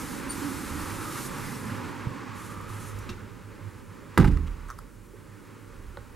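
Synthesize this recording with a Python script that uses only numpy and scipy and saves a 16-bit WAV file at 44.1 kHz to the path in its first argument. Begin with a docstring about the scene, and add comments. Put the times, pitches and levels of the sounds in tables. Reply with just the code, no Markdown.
"""Walk from a balcony into a tiled kitchen: street rumble and tyre hiss (shaped noise) fade behind.
On the way cloth rustles (flickering noise), soles squeak (harmonic stacks), steps thump (decaying sines)
and a small metal part clinks (decaying modes). Then a heavy door slams and bounces (pushes into modes), its
lock cracks (noise bursts and modes) and the latch rattles on. One more step; last, dull knocks on a worktop.
A tiled-room tail (decaying noise bands) follows the near sounds, a weaker one the door leaf."""
import sys
import numpy as np
from scipy import signal
from scipy.fft import rfft, irfft
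from scipy.io import wavfile
from scipy.ndimage import uniform_filter1d

SR = 44100
rng = np.random.default_rng(int(sys.argv[2]) if len(sys.argv) > 2 else 0)


def dump(signal):
    """Clip the signal to [-1, 1] and save it as 16-bit WAV at the path in sys.argv[1]."""
    limited = np.clip(np.atleast_2d(signal).T, -1, 1)
    pcm = np.round(limited * 32767).astype(np.int16)
    wavfile.write(sys.argv[1], SR, pcm)


def boost_factor(decibels):
    """Convert a level in decibels to a linear amplitude factor."""
    exponent = np.asarray(decibels, float) / 20
    return 10 ** exponent


N = 271479
T = np.arange(N) / SR
HZ = np.maximum(np.arange(N // 2 + 1) * SR / N, 1)
OPPOSITE = np.array([[1], [-1]])  # left, right

# door blows: t/s, thud/dB, push/ms, crack/dB, treble tick/dB
DOOR_BLOWS = [(4.1756, -15.5, 0.26, -6.5, -38), (4.1785, -11, 3.8, -14, -17), (4.185, -7, 5, -19, -38),
              (4.199, -23.5, 1, -17, -36), (4.211, -29, 2.1, -21, -51), (4.222, -18, 1.8, -27, -49),
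              (4.229, -23, 7.5, -23.5, -48), (4.244, -34, 4.4, -17.5, -37), (4.248, -23.5, 3.1, -20, -42),
              (4.254, -31, 3, -24, -44), (4.262, -15, 2.73, -30, -46), (4.288, -41, 4.7, -38, -49),
              (4.325, -15, 11.2, -38, -55)]


def on_hz(table, hz=HZ):
    """Read (f/Hz, value) points on a log-frequency axis."""
    f, v = np.transpose(table)
    return np.interp(np.log(hz), np.log(np.maximum(f, 1)), v)


def over_time(table):
    """Read (t/s, value) points at every sample."""
    return np.interp(T, *np.transpose(table))


def unit(x):
    """Scale to rms 1."""
    return x / np.sqrt(np.mean(x ** 2))


def decay(t, t60_s):
    """Exponential decay by 60 dB in t60."""
    return np.exp(-np.log(1000) * t / t60_s)


def noise(gain):
    """Two-channel rms-1 noise of a given spectrum; correlation set by a mid/side blend."""
    # left-right correlation: f/Hz, correlation
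    correlation = [(60, 0.96), (290, 0.26), (640, 0.74), (3000, 0.97), (7000, 0.84), (15000, 1)]
    c = np.clip(on_hz(correlation), 0, 1)
    mid, side = rfft(rng.standard_normal((2, N)))
    pair = np.sqrt(1 + c) * mid + np.sqrt(1 - c) * side * OPPOSITE
    return unit(irfft(pair * gain, N))


def walk(rate_hz):
    """Random levels held 1 / rate and slewed twice; spread near 1."""
    k = int(SR / rate_hz)
    held = np.repeat(rng.standard_normal(N // k + 1), k)
    return 1.52 * uniform_filter1d(uniform_filter1d(held, k), k)[:N]


def ring(modes, t):
    """Sum of decaying modes, each started at a random phase."""
    hz, db, t60_s = np.transpose(modes)[:, :, None]
    phase = 2 * np.pi * rng.random(hz.shape)
    return (boost_factor(db) * decay(t, t60_s) * np.sin(2 * np.pi * hz * t + phase)).sum(axis=0)


def burst(hz, octaves, t60_s, t):
    """Crack: noise within +-octaves of a centre, starting at once and dying exponentially."""
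    edges_hz = np.clip(hz * 2. ** np.array([-octaves, octaves]), 50, .45 * SR)
    sos = signal.butter(1, edges_hz, "band", fs=SR, output="sos")
    return .5 * unit(signal.sosfilt(sos, rng.standard_normal(len(t)))) * decay(t, t60_s)


def add(out, s, sound):
    """Mix a sound in at time s."""
    i = int(s * SR)
    out[i:i + len(sound)] += sound[:N - i]


def strike(rows, modes):
    """Half-sine pushes and a mode response; neighbouring modes move the near face in opposite directions."""
    t, pushes = T[:int(1.6 * SR)], np.zeros(N)
    for s, db, push_ms, *_ in rows:
        push = np.sin(np.linspace(0, np.pi, int(push_ms * SR / 1000) + 3))
        add(pushes, s, boost_factor(db) * push / push.sum())
    hz, db, t60_s = np.transpose(modes)[:, :, None]
    sign = (-1.) ** np.arange(len(modes))[:, None]
    response = (sign * boost_factor(db) * decay(t, t60_s) * np.sin(2 * np.pi * hz * t)).sum(axis=0)
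    return pushes, response


def microphone_hiss():
    """Steady shaped noise of the microphone."""
    # hiss spectrum: f/Hz, relative density/dB
    hiss_spectrum = [(1650, -30), (2800, -6), (5000, -2.5), (7300, 0), (10600, 0), (12500, -4), (14500, -7),
                     (15800, -7)]
    return boost_factor(-64.5) * noise(boost_factor(on_hz(hiss_spectrum)))


def electronics_whistle():
    """Thin steady sine of the electronics."""
    line_hz, rms_db = 15734, -83
    return boost_factor(rms_db) * np.sqrt(2) * np.sin(2 * np.pi * line_hz * T)


def deep_rumble():
    """Deepest street rumble: low noise of wandering level."""
    # spectrum: f/Hz, relative density/dB
    deep_spectrum = [(15, -30), (25, 4.5), (38, -1), (60, 1.5), (80, -3), (100, -23), (200, -90)]
    # level before wander: t/s, level/dB
    deep_level = [(0, -53), (.7, -50.5), (1.4, -50), (2.3, -58), (3.1, -46.5), (3.6, -54.5), (4.9, -61),
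                  (5.3, -62), (5.6, -61), (5.8, -51), (6.16, -53)]
    return boost_factor(over_time(deep_level) + 2.2 * walk(8.2)) * noise(boost_factor(on_hz(deep_spectrum)))


def room_boom():
    """Room boom: noise through one resonance, strongest near the kitchen walls."""
    # level before wander: t/s, level/dB
    boom_level = [(0, -49), (1.2, -52), (1.95, -39.5), (2.15, -49), (2.5, -43), (3.08, -41.5), (3.3, -48),
                  (3.45, -45.5), (3.85, -45), (4.0, -58), (5.0, -54.5), (5.45, -55), (6.16, -51.5)]
    centre_hz, width_hz = 101.8, 13.7
    resonance = 1 / (1 + (2 * (HZ - centre_hz) / width_hz) ** 2)
    return boost_factor(over_time(boom_level) + 0.77 * walk(4.03)) * noise(resonance)


def engines():
    """Engine rumble: shaped noise, sinking as walls come between."""
    # spectrum: f/Hz, relative density/dB
    engine_spectrum = [(74, -31), (125, -2), (173, 0.5), (306, -3), (404, -5.5), (578, -9.5), (689, -29),
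                       (720, -41), (940, -50), (1580, -120)]
    # level before wander: t/s, level/dB
    engine_level = [(0, -39.5), (.4, -40.5), (.9, -41.5), (1.4, -40), (1.9, -41), (2.4, -43.5),
                    (3.05, -46.5), (3.4, -47.5), (4.1, -48.5), (4.95, -52.5), (5.3, -50), (6.16, -52)]
    return boost_factor(over_time(engine_level) + 0.77 * walk(14)) * noise(boost_factor(on_hz(engine_spectrum)))


def tyres():
    """Tyre hiss: flickering shaped noise, shielded by walls on the way in and by the shutting door."""
    # spectrum: f/Hz, relative density/dB
    tyre_spectrum = [(410, -52), (700, -16), (805, -5), (971, -1.5), (1050, -1.5), (1280, -1.5),
                     (2380, -10), (3400, -18), (4500, -20.5), (5850, -23.5), (8000, -25), (12000, -70)]
    # shielding contour before scaling: t/s, level/dB
    shield_contour = [(0, -0.5), (1.0, 1), (1.8, 0), (2.4, -5), (3.05, -7), (3.3, -10.5), (3.9, -14),
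                      (4.16, -11), (4.75, -14), (4.87, -19), (5.08, -19), (5.4, -15), (6.16, -15)]
    level_db = -41.5 + 0.94 * over_time(shield_contour) + 0.8 * walk(18)
    return boost_factor(level_db) * noise(boost_factor(on_hz(tyre_spectrum)))


def sliding(rows, half_width_hz):
    """Narrow low noise shifted up to a moving centre."""
    s, hz, db = np.transpose(rows)
    turn = 2 * np.pi * np.cumsum(np.interp(T, s, hz)) / SR
    low = 1 / (1 + (HZ / half_width_hz) ** 2)
    return boost_factor(np.interp(T, s, db)) * (noise(low) * np.cos(turn) + noise(low) * np.sin(turn))


def balcony_resonances():
    """Resonances of balcony and doorway that slide as the listener moves."""
    # per resonance: rows of (t/s, f/Hz, level/dB), then half-width/Hz
    resonance_tracks = [([(0, 265, -45.5), (.45, 283.9, -39), (.8, 291, -42.5), (1.1, 310, -43.5),
                        (1.4, 260, -51.5), (1.65, 214.9, -38), (1.95, 256.6, -44), (2.3, 279.6, -47),
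                        (2.6, 291.4, -67.5)], 41.4), ([(.5, 1243, -57), (.9, 1290, -52),
                        (1.05, 1285, -41.5), (1.3, 1148, -51), (1.6, 999, -57), (1.9, 949, -46),
                        (2.2, 1079, -49.5), (2.6, 1226, -48), (2.9, 1316, -55), (3.2, 1350, -81)], 91),
                        ([(0, 59.7, -52), (.35, 58.1, -51), (.65, 75.7, -45), (.95, 99.8, -47.5),
                        (1.3, 141, -46), (1.6, 127.3, -43), (1.85, 109.5, -48), (2.1, 104.9, -57)], 8.8)]
    return sum(sliding(*track) for track in resonance_tracks)


def street():
    """Street as heard through balcony, doorway and room."""
    return deep_rumble() + room_boom() + engines() + tyres() + balcony_resonances()


def rustle():
    """Cloth rubbing: noise that flickers while walking, plus single brushes that swell and die."""
    # walking cloth spectrum: f/Hz, relative density/dB
    cloth_spectrum = [(1760, -6.5), (3000, -8.5), (3620, -3.5), (10600, -0.5), (12500, -4.5), (15100, -11),
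                      (15800, -33)]
    # walking cloth before flicker: t/s, level/dB
    walk_level = [(0, -45.5), (.13, -46), (.28, -52), (.32, -45.5), (1.09, -44.5), (1.13, -42.5),
                  (1.27, -41), (1.3, -49), (1.37, -46), (1.55, -47), (1.65, -50), (1.95, -60), (2.3, -69),
                  (2.7, -61), (3.1, -76)]
    # brush spectrum: f/Hz, relative density/dB
    brush_spectrum = [(1800, -14), (3500, -4.5), (5200, -5.5), (6500, 0.5), (8200, -1.5), (11000, 0.5),
                      (12500, -6), (15100, -13), (15800, -37)]
    # single brushes: start/s, rise/s, hold/s, level/dB
    brush_events = [(2.324, 0.057, 0.058, -52), (2.672, .03, 0.02, -54), (2.758, 0.07, 0.064, -54),
                    (3.606, 0.053, 0.14, -69)]
    fall_db_per_s = 74
    gain = boost_factor(np.interp(T, *np.transpose(walk_level), right=-120))
    gain = uniform_filter1d(gain * boost_factor(0.64 * walk(30)), size=400)
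    brush = np.zeros(N)
    for s, rise_s, hold_s, db in brush_events:
        swell = np.sin(np.pi / 2 * np.clip((T - s) / rise_s, 0, 1)) ** 2
        fall_db = fall_db_per_s * np.maximum(T - s - rise_s - hold_s, 0)
        brush += swell * boost_factor(db - fall_db)
    brush = brush * boost_factor(1.4 * walk(44.96))
    return gain * noise(boost_factor(on_hz(cloth_spectrum))) + brush * noise(boost_factor(on_hz(brush_spectrum)))


def squeaks():
    """Stick-slip of rubber on tile: a short harmonic stack that grips quickly and lets go slower."""
    # squeaks: t/s, length/s, f/Hz, partial 1/dB, partial 2/dB, partial 3/dB
    squeak_events = [(.299, .008, 4500, -44, -39, -60), (.307, .007, 4520, -41, -25, -51),
                     (.318, .014, 4490, -44, -37, -58), (1.553, .015, 2740, -55, -49, -50),
                     (3.018, .022, 2920, -70, -56, -70)]
    out = np.zeros(N)
    for s, length_s, hz, *partials_db in squeak_events:
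        grip = np.exp(-np.abs(T - s) / np.where(T < s, 0.62 * length_s, length_s))
        grip = grip * boost_factor(0.84 * walk(263.0))
        phase = 2 * np.pi * hz * np.cumsum(1 + 0.011 * walk(300)) / SR
        out += grip * sum(boost_factor(db) * np.sin((k + 1) * phase) for k, db in enumerate(partials_db))
    return out


def steps():
    """Soft steps on tiles: dull decaying sines with a rounded onset."""
    # steps: t/s, level/dB, f/Hz, t60/s
    step_events = [(0.419, -23.5, 285, 0.13), (2.069, -14.5, 123, 0.049), (3.097, -35, 356, 0.13),
                   (3.09, -30.5, 214, 0.08), (3.108, -26.5, 98, 0.063), (5.135, -38, 356, 0.087),
                   (5.143, -35, 430, 0.048)]
    out, t = np.zeros(N), T[:int(.2 * SR)]
    for s, db, hz, t60_s in step_events:
        add(out, s, boost_factor(db) * decay(t, t60_s) * np.sin(2 * np.pi * hz * t) * (1 - np.exp(-t / 0.0024)))
    return out


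def clicks():
    """Dry ticks and knocks of things nearby: bare noise cracks."""
    # clicks: t/s, level/dB, centre f/Hz, t60/s
    click_events = [(2.612, -44, 10100, 0.012), (2.699, -51, 8010, .015), (2.987, -42, 6500, 0.04),
                    (2.989, -41, 10500, 0.025), (3.093, -36, 3400, 0.05), (3.101, -39, 5500, 0.034),
                    (3.112, -48, 3600, .09), (3.096, -35, 1226, 0.043)]
    out, t = np.zeros(N), T[:int(.2 * SR)]
    for s, db, hz, t60_s in click_events:
        add(out, s, boost_factor(db) * burst(hz, 0.25, t60_s, t))
    return out


def clinks():
    """Small metal part: repeated fast-onset ringing of its modes."""
    # clinks: t/s, level/dB
    clink_events = [(3.092, -36), (3.0957, -41), (3.100, -44), (3.104, -44), (3.110, -53), (3.121, -53),
                    (3.128, -55)]
    # metal modes: f/Hz, level/dB, t60/s
    metal_modes = [(1300, -4, .02), (1600, -2, .022), (2060, -15, 0.018), (2440, -14, 0.017),
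                   (2730, 0, 0.029), (3230, -8, .018), (3580, -5, .02), (3870, -9, .018), (4210, -5, 0.018),
                   (4511, -9, .016), (4813, -13, .014), (5400, -12, 0.014), (5800, -10, .014),
                   (6600, -13, .012)]
    out, t = np.zeros(N), T[:int(.2 * SR)]
    for s, db in clink_events:
        add(out, s, boost_factor(db) * ring(metal_modes, t) * (1 - np.exp(-t / .0003)))
    return out


def worktop_knocks():
    """Dull knocks: short pushes into the modes of a worktop."""
    # knocks: t/s, level/dB, push/ms
    knock_events = [(5.9715, -31.5, 0.2), (5.9748, -30, 0.76), (5.985, -51, 0.84)]
    # worktop modes: f/Hz, level/dB, t60/s
    worktop_modes = [(360, -11, 0.023), (460, -1, 0.026), (930, -3.5, 0.026), (1160, -6, .02),
                     (1477, -6.5, 0.037), (1940, -6, 0.014), (3000, -14, .006), (4050, 1, 0.0056)]
    return signal.fftconvolve(*strike(knock_events, worktop_modes))[:N]


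def rattles():
    """Latch rattling as the leaf settles: each contact rings the modes and cracks."""
    # rattles: t/s, ring/dB, crack/dB, crack centre f/Hz
    rattle_events = [(4.372, -29, -31, 2100), (4.374, -39, -49, 4000), (4.469, -48, -40, 2460),
                     (4.474, -35, -36, 2460), (4.480, -33.5, -38.5, 2500), (4.684, -40, -48, 8060),
                     (4.687, -33, -46, 7500), (4.693, -32, -35, 1307), (4.699, -45, -46, 6600),
                     (4.702, -24.5, -36, 6100), (4.703, -50, -45, 12600), (4.709, -26.5, -38, 7000),
                     (4.716, -33, -42, 5500), (4.727, -40, -57, 2000), (4.784, -41, -49, 9000),
                     (4.787, -40, -40, 4680), (4.789, -30.5, -43, 7400), (4.789, -52, -42, 12000)]
    # latch modes: f/Hz, level/dB, t60/s
    rattle_modes = [(1145, 1, 0.012), (1290, -5, 0.02), (1490, -7.5, 0.012), (980, -19, 0.013),
                    (1880, -13, .012)]
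    crack_t60_s, crack_octaves, ring_rise_s = 0.012, 0.24, 0.0012
    out, t = np.zeros(N), T[:int(.2 * SR)]
    for s, ring_db, crack_db, crack_hz in rattle_events:
        add(out, s, boost_factor(ring_db) * ring(rattle_modes, t) * (1 - np.exp(-t / ring_rise_s)))
        add(out, s, boost_factor(crack_db) * burst(crack_hz, crack_octaves, crack_t60_s, t))
    return out


def latch():
    """Each blow cracks and rings the lock; loose parts buzz on. Returns the mono part and antiphase ticks."""
    # latch and lock plate modes: f/Hz, level/dB, t60/s
    lock_modes = [(833, -8, 0.054), (947, 0.5, 0.025), (1180, -6, 0.046), (1302, -4, 0.037),
                  (1560, 4, 0.014), (2000, -3, 0.015), (2280, -13, 0.021), (2780, -12, 0.018),
                  (3880, -15, 0.015), (4840, -13, 0.0079), (8850, -27, 0.0059)]
    chatter_db, chatter_t60_s = -32.5, 0.42
    tick_side_db = -11  # treble ticks reach the two ports unalike
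    t, out, side = T[:int(.3 * SR)], np.zeros(N), np.zeros(N)
    for s, _, _, crack_db, tick_db in DOOR_BLOWS:
        lock_ring = boost_factor(-8.5) * ring(lock_modes, t) * (1 - np.exp(-t / 0.00015))
        crack = boost_factor(-10.0) * burst(825, 0.16, 0.054, t)
        add(out, s, boost_factor(crack_db) * (lock_ring + crack) + boost_factor(tick_db) * burst(9500, 0.3, 0.011, t))
        add(side, s, boost_factor(tick_db + tick_side_db) * burst(9500, 0.4, 0.018, t))
    buzz = (burst(1600, 0.39, chatter_t60_s, t)
            + boost_factor(-2) * burst(2000, 0.34, chatter_t60_s, t)
            + boost_factor(-5) * burst(880, 0.12, chatter_t60_s, t))
    add(out, DOOR_BLOWS[0][0], boost_factor(chatter_db + 4.4 * walk(123)[:len(t)]) * buzz)
    return out, side * OPPOSITE


def flat_air():
    """Air of the flat, pumped by the closing leaf: it booms a moment after the first blow."""
    # pumps: t/s, level/dB, push/ms
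    pump_events = [(4.196, -19.5, 9.6), (4.231, -13.5, 13.4)]
    # air modes: f/Hz, level/dB, t60/s
    air_modes = [(35.85, -5, 1.25), (42.05, -12, 2.36), (47.2, -2, 0.73), (57.5, -13, 0.58)]
    return signal.fftconvolve(*strike(pump_events, air_modes))[:N]


def door_leaf():
    """Blows push the leaf modes; chatter in the frame (swelling, dying noise) keeps shaking them."""
    # leaf and wall modes: f/Hz, level/dB, t60/s
    leaf_modes = [(75.1, -6, 0.6), (98, -33, 0.82), (108.4, -0.5, 0.11), (138.6, -9, 0.56),
                  (159.3, -8, 0.31), (183.7, -2, 0.18), (215, -3, 0.12), (239, -7.5, 0.13), (268, -6, 0.19),
                  (288, -9.5, 0.39), (333, 1.5, 0.11), (375, -7, 0.16), (396, -4, 0.1), (450, -11.5, 0.19),
                  (498, -9, 0.12)]
    judder_db, judder_s = -55.5, 0.053
    t, (pushes, response) = T[:SR], strike(DOOR_BLOWS, leaf_modes)
    judder = rng.standard_normal(len(t)) * t / judder_s * np.exp(-t / judder_s)
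    add(pushes, DOOR_BLOWS[0][0], boost_factor(judder_db) * judder)
    # the leaf radiates little below 55 Hz
    response = signal.sosfilt(signal.butter(2, 55, "high", fs=SR, output="sos"), response)
    return signal.fftconvolve(pushes, response)[:N]


def room(x):
    """Tiled-room tail: octave-spaced noise bands, each dying at its own rate, less alike towards the treble."""
    # reverberation: f/Hz, t60/s
    room_decay = [(100, 0.74), (400, 0.49), (1200, 0.15), (4000, 0.26), (12000, 0.22)]
    room_db, unalike_hz, rise_s = -10.5, 9000, 0.0006
    t, tail = T[:SR], 0
    f = np.maximum(np.arange(SR // 2 + 1), 1)
    for hz in 90 * 2 ** np.arange(8):
        band = np.exp(-np.log2(f / hz) ** 2 / 0.67)
        mid, side = irfft(rfft(rng.standard_normal((2, SR))) * band, SR)
        like = np.clip(np.exp(-hz / unalike_hz), .5, 1)
        pair = np.sqrt(like) * mid + np.sqrt(1 - like) * side * OPPOSITE
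        tail = tail + pair * decay(t, on_hz(room_decay, hz))
    tail = tail * (1 - np.exp(-t / rise_s))
    tail = tail / np.sqrt(np.sum(tail ** 2) / 2)
    return boost_factor(room_db) * signal.fftconvolve(x[None], tail)[:, :N]


def pan(left_minus_right_db):
    """Left and right gains for a level difference."""
    return boost_factor(.5 * left_minus_right_db * OPPOSITE)


def scene():
    """Near sounds and their room, over the backgrounds."""
    background = street() + rustle() + microphone_hiss() + electronics_whistle()
    lock, lock_ticks = latch()
    near = lock + rattles() + clinks() + clicks() + worktop_knocks() + steps()
    door = door_leaf() + flat_air()
    # the door's lows already carry the room, so less of them is echoed
    echoes = room(near + boost_factor(-4) * door)
    return background + pan(3) * squeaks() + pan(-0.8) * near + lock_ticks + door + echoes


def top_cut(x):
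    """Nothing passes above the cut-off."""
    return signal.sosfilt(signal.butter(12, 17000, fs=SR, output="sos"), x)


def record(dry):
    """Two microphone ports of unequal bass, with bottom and top cut."""
    # left minus right, the right port hears more bass: f/Hz, level difference/dB
    port_difference = [(60, -6.0), (110, -6.5), (200, -5.5), (380, -5.5), (700, -3.5), (1290, -2),
                       (2380, -1), (4400, -0.5), (8120, -0.5), (15000, 0.0)]
    low_hz, top_hz = 18, 15850
    log_gain = np.log(boost_factor(.5 * OPPOSITE * on_hz(port_difference)))
    cepstrum = irfft(log_gain, N) * np.where(T < T[N // 2], 2, 0)  # folded: causal response
    cepstrum[:, 0] /= 2
    ports = np.exp(rfft(cepstrum)) * (HZ < top_hz)
    dry = signal.sosfilt(signal.butter(2, low_hz, "high", fs=SR, output="sos"), dry)
    mix = irfft(rfft(dry) * ports, N)
    return top_cut(mix)


dry = scene()
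out = record(dry)
dump(out)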